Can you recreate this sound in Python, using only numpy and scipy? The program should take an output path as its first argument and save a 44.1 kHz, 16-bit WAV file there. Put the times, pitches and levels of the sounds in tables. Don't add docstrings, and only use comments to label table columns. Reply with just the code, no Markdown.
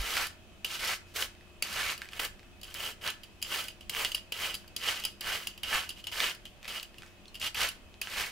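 import sys
import numpy as np
from scipy import signal
from scipy.io import wavfile
from scipy.ndimage import uniform_filter1d

SR = 44100
rng = np.random.default_rng(int(sys.argv[2]) if len(sys.argv) > 2 else 0)


def dump(signal):
    limited = np.clip(np.atleast_2d(signal).T, -1, 1)
    pcm = np.round(limited * 32767).astype(np.int16)
    wavfile.write(sys.argv[1], SR, pcm)


N = 366471

# start in seconds, rise in seconds,
# hold in seconds, easing time in seconds, pressure at the touch in dB against the full pressure,
# crunch at full pressure in dB, then blade ring, fizz and low body in dB over the crunch.
STROKE_ROWS = [(0.0, 0.2, 0.016, 0.099, -6, -35, -8.5, -1.5, -11),
               (0.661, 0.061, 0.04, 0.076, -13, -44, -1, 3, -13),
               (.79, 0.09, 0.036, 0.065, -9.5, -33.5, -11.5, -1, -16),
               (1.06, .02, 0.045, .04, -9, -73.5, -2, 8, -9),
               (1.139, 0.023, 0.059, 0.063, -19.5, -40, -4.5, 2, 0),
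               (1.64, 0.14, .125, 0.076, -11.5, -36, -6.5, -2, -23),
               (1.97, .02, 0.043, .1, -5, -60.5, 2, -2, -2),
               (2.11, 0.06, .01, .03, -7.5, -50.5, -3, -2, -8),
               (2.196, .01, 0.04, 0.049, 8.5, -39.5, -3.5, -5.5, -2),
               (2.65, .03, 0.036, 0.059, -1, -59, 1.5, 2, -4),
               (2.748, 0.081, 0.056, .06, -6, -45, 3.5, -0.5, -0.5),
               (3.01, 0.049, 0.018, 0.071, -14.5, -38, -2.5, -6, -8.5),
               (3.44, 0.08, 0.059, 0.13, -16.5, -40.5, 1.5, -1, -3),
               (3.91, 0.081, 0.032, .12, -14, -38, 1.5, -4, -2.5),
               (4.34, 0.073, 0.019, 0.17, -15.5, -37.5, 0.5, -2, -6),
               (4.78, 0.088, 0.021, 0.2, -14.5, -37, 0.5, -1.5, -12),
               (5.215, 0.077, 0.013, 0.2, -12.5, -36.5, -1, -3, -8.5),
               (5.644, 0.098, 0.014, 0.13, -14, -33, -1, -3, -14),
               (5.96, 0.011, 0.032, .04, -4, -63, 6.5, 4, -11),
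               (6.115, 0.089, 0.068, 0.081, -8, -36, -1, -2, -11),
               (6.63, 0.03, .01, .03, -8, -54.5, -5, -5, -9),
               (6.679, 0.015, 0.078, 0.078, 1, -46, 4.5, -1.5, -7),
               (6.95, 0.086, .03, 0.11, -8, -63.5, -9, -2, -9),
               (7.4, 0.048, .01, 0.056, -13.5, -37.5, 3, 1.5, -21),
               (7.549, 0.062, 0.011, 0.11, -10.5, -31.5, -5.5, -2, -16),
               (8.03, 0.17, 0.012, 0.14, -16.5, -34, -8, -3.5, -14)]
# start in seconds, peak of the low modes in dB,
# pitch of the low modes in Hz, upper modes in dB over the low ones, ring length as a factor.
CLACK_ROWS = [(0.267, -41, 2840, 10, 1), (0.6455, -19, 2970, -11, 0.64), (1.1634, -30.5, 2930, -5, 1.1),
              (1.6229, -18.5, 2650, -3.5, 0.91), (1.977, -39.5, 2930, 1, .78),
              (2.193, -25.5, 3040, -24, 0.47), (2.248, -28, 3120, -1, 0.97), (2.613, -46.5, 3120, 3, .8),
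              (2.6313, -34.5, 3120, -5, 0.62), (2.642, -41, 3050, -1, .9), (2.7408, -41, 2640, 9.5, 0.29),
              (3.1003, -32.5, 3100, 0, 1.3), (3.2335, -36, 3060, -8, 2), (3.416, -40, 3050, -2, .8),
              (3.4248, -24, 3030, -1.5, 0.88), (3.639, -45, 2960, 10, 1.01),
              (3.682, -32.5, 2980, -0.5, 0.68), (3.808, -38, 2940, -13, 1.6), (3.895, -25, 3140, -1, 0.27),
              (4.087, -46, 2900, 5, 1.8), (4.117, -27, 3150, -5, 1.2), (4.146, -21, 3060, -4, 1.2),
              (4.321, -24, 2920, -6.5, 0.78), (4.542, -31.5, 3100, 2.5, 1), (4.55, -30.5, 3210, 0, 1.1),
              (4.677, -48.5, 2820, 4.5, 1.5), (4.763, -25, 3250, 0.5, 0.69), (4.998, -42.5, 2990, 7, 1.2),
              (5.0372, -27.5, 3230, -10, 1.1), (5.0502, -20, 3080, -1, 0.97), (5.208, -29, 3050, -1.5, .48),
              (5.431, -39, 2900, -11, 1.01), (5.47, -23.5, 2970, -5, 1.2), (5.5762, -37.5, 2950, -10, 0.93),
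              (5.632, -24, 2980, -14.5, 1.2), (5.8909, -30.5, 2880, -0.5, 1.4),
              (5.903, -30.5, 3090, -14, .8), (6.04, -35, 3070, -11, 1.4), (6.069, -25, 3130, -17, 1.6),
              (6.3474, -47.5, 2880, 5.5, .89), (6.4528, -33, 3100, -20, .51), (6.6777, -32, 2840, -8, 0.59),
              (6.8281, -34, 3000, -2.5, 0.67), (6.982, -39, 2850, -10, 0.91),
              (7.3435, -38.5, 2960, -6, 1.01), (7.3526, -33.5, 2990, -12, 1.4), (7.397, -43, 2870, 4, 1.01),
              (7.5447, -32, 2770, -0.5, .77), (7.6874, -28.5, 3010, 1.5, 1.7),
              (8.0142, -22, 2700, -5, 0.64)]
# start in seconds, peak in dB, pitch in Hz.
SNAP_ROWS = [(0.168, -17, 2210), (0.176, -20, 2710), (1.224, -18.5, 3050), (1.35, -45, 2000),
             (1.409, -46, 1900), (1.9003, -20.5, 2120), (2.0178, -26, 1630), (2.0448, -37, 2520),
             (2.0553, -40, 1788), (2.088, -36, 2480), (2.122, -37, 2940), (2.1329, -26, 2130),
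             (2.394, -41, 2450), (2.43, -44, 1460), (2.7246, -47, 3270), (2.749, -31, 2000),
             (2.905, -31, 3000), (3.0761, -18.5, 3120), (3.9487, -21.5, 1820), (4.0477, -14.5, 3080),
             (4.644, -46, 1530), (4.8875, -20, 1790), (5.358, -26, 2910), (6.203, -13, 2370),
             (6.2348, -22, 1950), (6.6293, -38, 2450), (6.645, -34.5, 2490), (6.6538, -32, 2000),
             (6.7979, -24.5, 3000), (6.943, -40.5, 1950), (7.021, -33, 2500), (7.033, -37, 1390),
             (7.063, -40, 2420), (7.078, -47, 2830), (7.256, -38.5, 3400), (7.281, -39.5, 4240),
             (7.415, -23, 2810), (7.941, -41.5, 3060), (8.072, -24.5, 1810)]
# frequency in Hz, width in Hz, relative level in dB.
BLADE_FAMILIES = [
    [(2720, 440, -35.5), (2919, 82, 6), (3082, 172, 12), (3232, 130, -14.5)],
    [(3950, 140, 2.5), (4480, 160, 3), (4640, 140, -13.5), (4780, 160, 9.5)],
    [(6500, 170, -5.5), (7250, 180, -9), (8150, 440, -8.5), (9900, 620, -2.5), (10720, 130, -9.5),
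     (11180, 1050, -9.5), (13200, 400, -8)],
]
RUB_DRIVE_DB = [0, -11, -19]
STRIKE_DRIVE_DB = [0.4, -0.5]
# frequency in Hz, relative density in dB per Hz.
LEAF_COLOUR = [(300, -22.5), (600, -12.5), (1000, -10), (1500, -6), (2200, -1), (2800, -5.5), (4000, -24),
               (6000, -29), (9000, -39.5)]
# frequency in Hz, width in Hz, relative level in dB.
HOLLOW_MODES = [(1340, 23, 0), (1571, 86, 6.5), (1766, 53, 3.5), (2018, 45, -2), (2250, 110, -5),
                (2544, 180, 8.5)]
# frequency in Hz, relative density in dB per Hz.
FIZZ_COLOUR = [(1500, -36.5), (3000, 2), (4500, 1.5), (6000, -3), (9000, -8), (12000, -7.5), (16000, -16)]
# frequency in Hz, relative density in dB per Hz.
LOW_BODY_COLOUR = [(100, -49.5), (250, -8.5), (450, 2), (800, -9), (1500, -7)]
PRESSURE_FOLLOW = [1.296, 1, 1.045, 1]
# crunch, blade ring, fizz and low body, in dB against the clack's level.
SHIVER_DB = [-33.5, -16.5, -22, -31]
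# frequency in Hz, starting level in dB, time to fall by 60 dB in seconds.
THUMP_SWING = (44, -25.5, 0.14)
# frequency in Hz, relative density in dB per Hz.
HUM_COLOUR = [(12, -15), (20, 2), (67, -4.5), (168, -12.5), (198, -15), (234, -11), (347, -14.5),
              (542, -18.5), (642, -19), (1120, -21.5), (2600, -23.5), (3740, -26.5), (16000, -40.5)]
# centre in Hz, width in Hz, level in dB.
HUM_BANDS = [(199.9, 9.9, -66.5), (2564, 100, -68), (3030, 620, -68.5)]
# frequency in Hz, left-right likeness from -1 to 1.
HUM_LIKENESS = [(60, 0.51), (180, 0.55), (550, 0.68), (1650, 0.38), (4970, 0.065), (15000, 0.068)]
# frequency in Hz, level in dB.
MOTOR_TONES = [(86, -63), (348, -66), (586, -73), (635, -70), (733, -73.5)]
# frequency in Hz, gain of the side signal in dB.
SIDE_GAIN = [(200, -46), (1000, -37), (2500, -7), (6000, -10.5), (9500, -3), (12000, -33)]
# frequency in Hz, left over right in dB.
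LEFT_OVER_RIGHT = [(60, 22), (180, 2), (550, -1), (1650, -3.5), (4970, 0.5), (15000, 0)]
# frequency in Hz, level in dB, time to fall by 60 dB in seconds.
WALL_ECHOES = [(200, -63, 1), (1040, -4, 0.36), (2920, -11.5, 0.27), (8000, -4, 0.22), (12800, -12.5, 0.21)]

EASE_DB, EASE_BEND = -24.5, 1.51
SHIVER_T60_S = 0.17
SPOT_DB = 3
HUM_DB = -55.5
EDGE_HZ = 15800


def gain_of(db):
    return 10 ** (np.asarray(db) / 20)


def evened(x):
    return x / np.sqrt(np.mean(x ** 2) + 1e-20)


def read(points, hz, column=1):
    points = np.array(points)
    return np.interp(np.log(hz + 1), np.log(points[:, 0] + 1), points[:, column])


def colour(x, points):
    hz = abs(np.fft.fftfreq(4096, 1 / SR))
    log_gain = np.log(gain_of(read(points, hz)))
    response = np.exp(np.conj(signal.hilbert(log_gain)))
    taps = np.fft.ifft(response).real[:2048]
    return signal.oaconvolve(x, taps)[:len(x)]


def ring(x, modes):
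    t = np.arange(2048) / SR
    taps = sum(gain_of(db) * np.exp(-np.pi * width * t) * np.sin(2 * np.pi * hz * t)
               for hz, width, db in modes)
    return signal.oaconvolve(x, taps / abs(taps).max())[:len(x)]


def drift(per_s, depth_db):
    knots = rng.standard_normal(int(per_s * N / SR) + 2)
    knots = np.minimum(knots, 1.2)
    places = np.linspace(0, len(knots) - 1, N)
    return gain_of(depth_db * np.interp(places, np.arange(len(knots)), knots))


def crackle(per_s, spread_db, clump_db, clump_s):
    size = gain_of(spread_db * np.minimum(rng.exponential(1, N), 4.2))
    sign = rng.choice([-1., 1.], N)
    happens = rng.random(N) < per_s / SR
    width = max(int(clump_s * SR), 2)
    clumps = uniform_filter1d(uniform_filter1d(rng.standard_normal(N), width), width)
    return size * sign * happens * gain_of(clump_db * evened(clumps))


def contacts(count, rise_s, last_s, scratch, scratch_s):
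    t = np.arange(2048) / SR
    onset = (1 - np.exp(-t / rise_s)) ** 2
    fall = np.exp(-t / last_s) + scratch * np.exp(-t / scratch_s)
    noise = np.diff(rng.standard_normal((count, 2049)))
    return noise * onset * fall


def add(mix, s, db, sound):
    part = mix[round(s * SR):][:len(sound)]
    part += gain_of(db) * sound[:len(part)] / abs(sound).max()


def contact():
    t = np.arange(0, N + 64, 32) / SR
    power = np.zeros((4, len(t)))
    for s, rise, hold, ease, touch_db, peak_db, *over_db in STROKE_ROWS:
        after = np.maximum(t - s - rise - hold, 0) / ease
        pressure_db = touch_db * np.clip(1 - (t - s) / rise, 0, 1) + EASE_DB * after ** EASE_BEND
        level_db = peak_db + np.c_[[0, *over_db]] + np.outer(PRESSURE_FOLLOW, pressure_db)
        power += gain_of(2 * level_db) * (t >= s)
    for s, db, *_ in CLACK_ROWS:
        shiver_db = db + np.c_[SHIVER_DB] - 60 * abs(t - s) / SHIVER_T60_S
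        power += gain_of(2 * shiver_db) * (t >= s)
    level = np.repeat(np.sqrt(power), 32, 1)[:, :N]
    return uniform_filter1d(level, 130, 1)


def rasp():
    catch_and_slip = drift(per_s=45, depth_db=1.5)
    crunch_level, blade_level, fizz_level, body_level = contact() * catch_and_slip

    cracks = crackle(per_s=2500, spread_db=2.5, clump_db=1.5, clump_s=0.0029)
    hollows = np.zeros(N)
    for hz, width, db in HOLLOW_MODES:
        open_and_shut = drift(per_s=30, depth_db=13.5)
        hollows += gain_of(db) * ring(cracks * open_and_shut, [(hz, width, db)])
    crunch = evened(evened(colour(cracks, LEAF_COLOUR)) + 0.6 * evened(hollows))
    body = evened(colour(cracks, LOW_BODY_COLOUR))

    chatter = crackle(per_s=1500, spread_db=2.5, clump_db=4.5, clump_s=0.0092)
    rubbed = [(hz, width, db + drive_db)
              for drive_db, modes in zip(RUB_DRIVE_DB, BLADE_FAMILIES) for hz, width, db in modes]
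    steady_ring = ring(chatter[:3 * SR], rubbed).std()
    blade = ring(blade_level * chatter, rubbed) / steady_ring

    fine_cracks = crackle(per_s=7000, spread_db=3.0, clump_db=2.0, clump_s=0.0033)
    fizz = evened(colour(fine_cracks, FIZZ_COLOUR))
    return crunch_level * crunch + blade + fizz_level * fizz + body_level * body


def thump():
    hz, db, t60 = THUMP_SWING
    t = np.arange(N) / SR
    return gain_of(np.maximum(db - 60 * t / t60, -200)) * np.sin(2 * np.pi * hz * t)


def hum():
    frames, hz = N // 1024 + 5, np.fft.rfftfreq(4096, 1 / SR)
    a, b, c, d, patches = rng.standard_normal((frames, 2049, 5)).T
    patches = evened(uniform_filter1d(uniform_filter1d(patches, 40, 0), 4, 1))
    same = np.clip(read(HUM_LIKENESS, hz), -1, 1)[:, None]
    left = a + 1j * b
    right = same * left + np.sqrt(1 - same ** 2) * (c + 1j * d)
    noise = np.array([left, right]) * gain_of(patches)

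    broad = gain_of(read(HUM_COLOUR, hz))
    broad *= gain_of(HUM_DB) / np.linalg.norm(broad)
    band_power = np.zeros(len(hz))
    for centre, width, db in HUM_BANDS:
        band = 1 / (1 + (2 * (hz - centre) / width) ** 2)
        band_power += (gain_of(db) * band / np.linalg.norm(band)) ** 2
    gain = np.sqrt(broad ** 2 + band_power)
    sound = signal.istft(noise * gain[:, None], nperseg=4096, noverlap=3072)[1][:, :N]
    return np.linalg.norm(gain) * evened(sound)


def tones():
    out = np.zeros(N)
    for hz, db in MOTOR_TONES:
        level = gain_of(db) * drift(per_s=3.1, depth_db=2.0)
        pitch = hz * drift(per_s=6, depth_db=0.2)
        cycles = np.cumsum(pitch) / SR + rng.random()
        out += level * np.sin(2 * np.pi * cycles)
    return out


def snaps():
    out = np.zeros(N)
    blows = contacts(len(SNAP_ROWS), rise_s=.0003, last_s=0.00063, scratch=0.048, scratch_s=0.018)
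    for (s, db, hz), blow in zip(SNAP_ROWS, blows):
        note = evened(ring(blow, [(hz, 450, 0), (1.34 * hz, 900, -6)]))
        add(out, s, db, note + 0.17 * evened(blow))
    return out


def clacks():
    out = np.zeros(N)
    blows = contacts(len(CLACK_ROWS), rise_s=0.0016, last_s=0.0013, scratch=0.065, scratch_s=0.0072)
    most_modes = max(map(len, BLADE_FAMILIES))
    spots = SPOT_DB * rng.standard_normal((len(CLACK_ROWS), 3, most_modes))
    reference_hz = BLADE_FAMILIES[0][2][0]
    for (s, db, hz, upper_db, length), blow, spot in zip(CLACK_ROWS, blows, spots):
        pitch_shift = [hz / reference_hz, 1, 1]
        families_db = [0, *np.add(upper_db, STRIKE_DRIVE_DB)]
        for family_db, factor, modes, shares in zip(families_db, pitch_shift, BLADE_FAMILIES, spot):
            struck = [(mode_hz * factor, width / np.clip(length, .3, 4), mode_db + share)
                      for (mode_hz, width, mode_db), share in zip(modes, shares)]
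            add(out, s, db + family_db, ring(blow, struck))
        add(out, s, db + upper_db - 10.0, blow)
        jolt = ring(blow, [(406, 900, 25.5), (1310, 150, -7.5)])
        add(out, s, db - 16.0, jolt)
    return out


def echoes():
    taps = np.zeros((2, SR // 2))
    slots = np.arange(100, SR // 2 - 20, 20)
    places = slots + rng.integers(0, 20, (2, len(slots)))
    signs = rng.choice([-1., 1.], (2, len(slots)))
    np.put_along_axis(taps, places, signs, 1)
    hz, t, bands = signal.stft(taps, SR, nperseg=64)
    decay = gain_of(-60 * t / read(WALL_ECHOES, hz, column=2)[:, None])
    energy = (decay ** 2).sum(1, keepdims=True) * 32 / 20
    decay *= gain_of(read(WALL_ECHOES, hz))[:, None] / np.sqrt(energy)
    return signal.istft(bands * decay, SR, nperseg=64)[1]


def kitchen(first, second):
    mid = (first + second) / np.sqrt(2)
    side = colour(first - second, SIDE_GAIN) / np.sqrt(2)
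    direct = []
    for sign in (1, -1):
        balance = [(hz, sign * db / 2) for hz, db in LEFT_OVER_RIGHT]
        direct.append(colour(mid + sign * side, balance))
    return direct + signal.fftconvolve(mid[None], echoes(), axes=1)[:, :N]


def scene():
    ribs = snaps() / np.sqrt(2)
    first, second = [rasp() + clacks() + ribs for _ in range(2)]
    return kitchen(first, second) + thump() + hum() + tones()


def record(dry):
    taps = signal.firwin(511, EDGE_HZ, window=("kaiser", 9), fs=SR)
    return signal.oaconvolve(dry, taps[None], "same")


dry = scene()
out = record(dry)
dump(out)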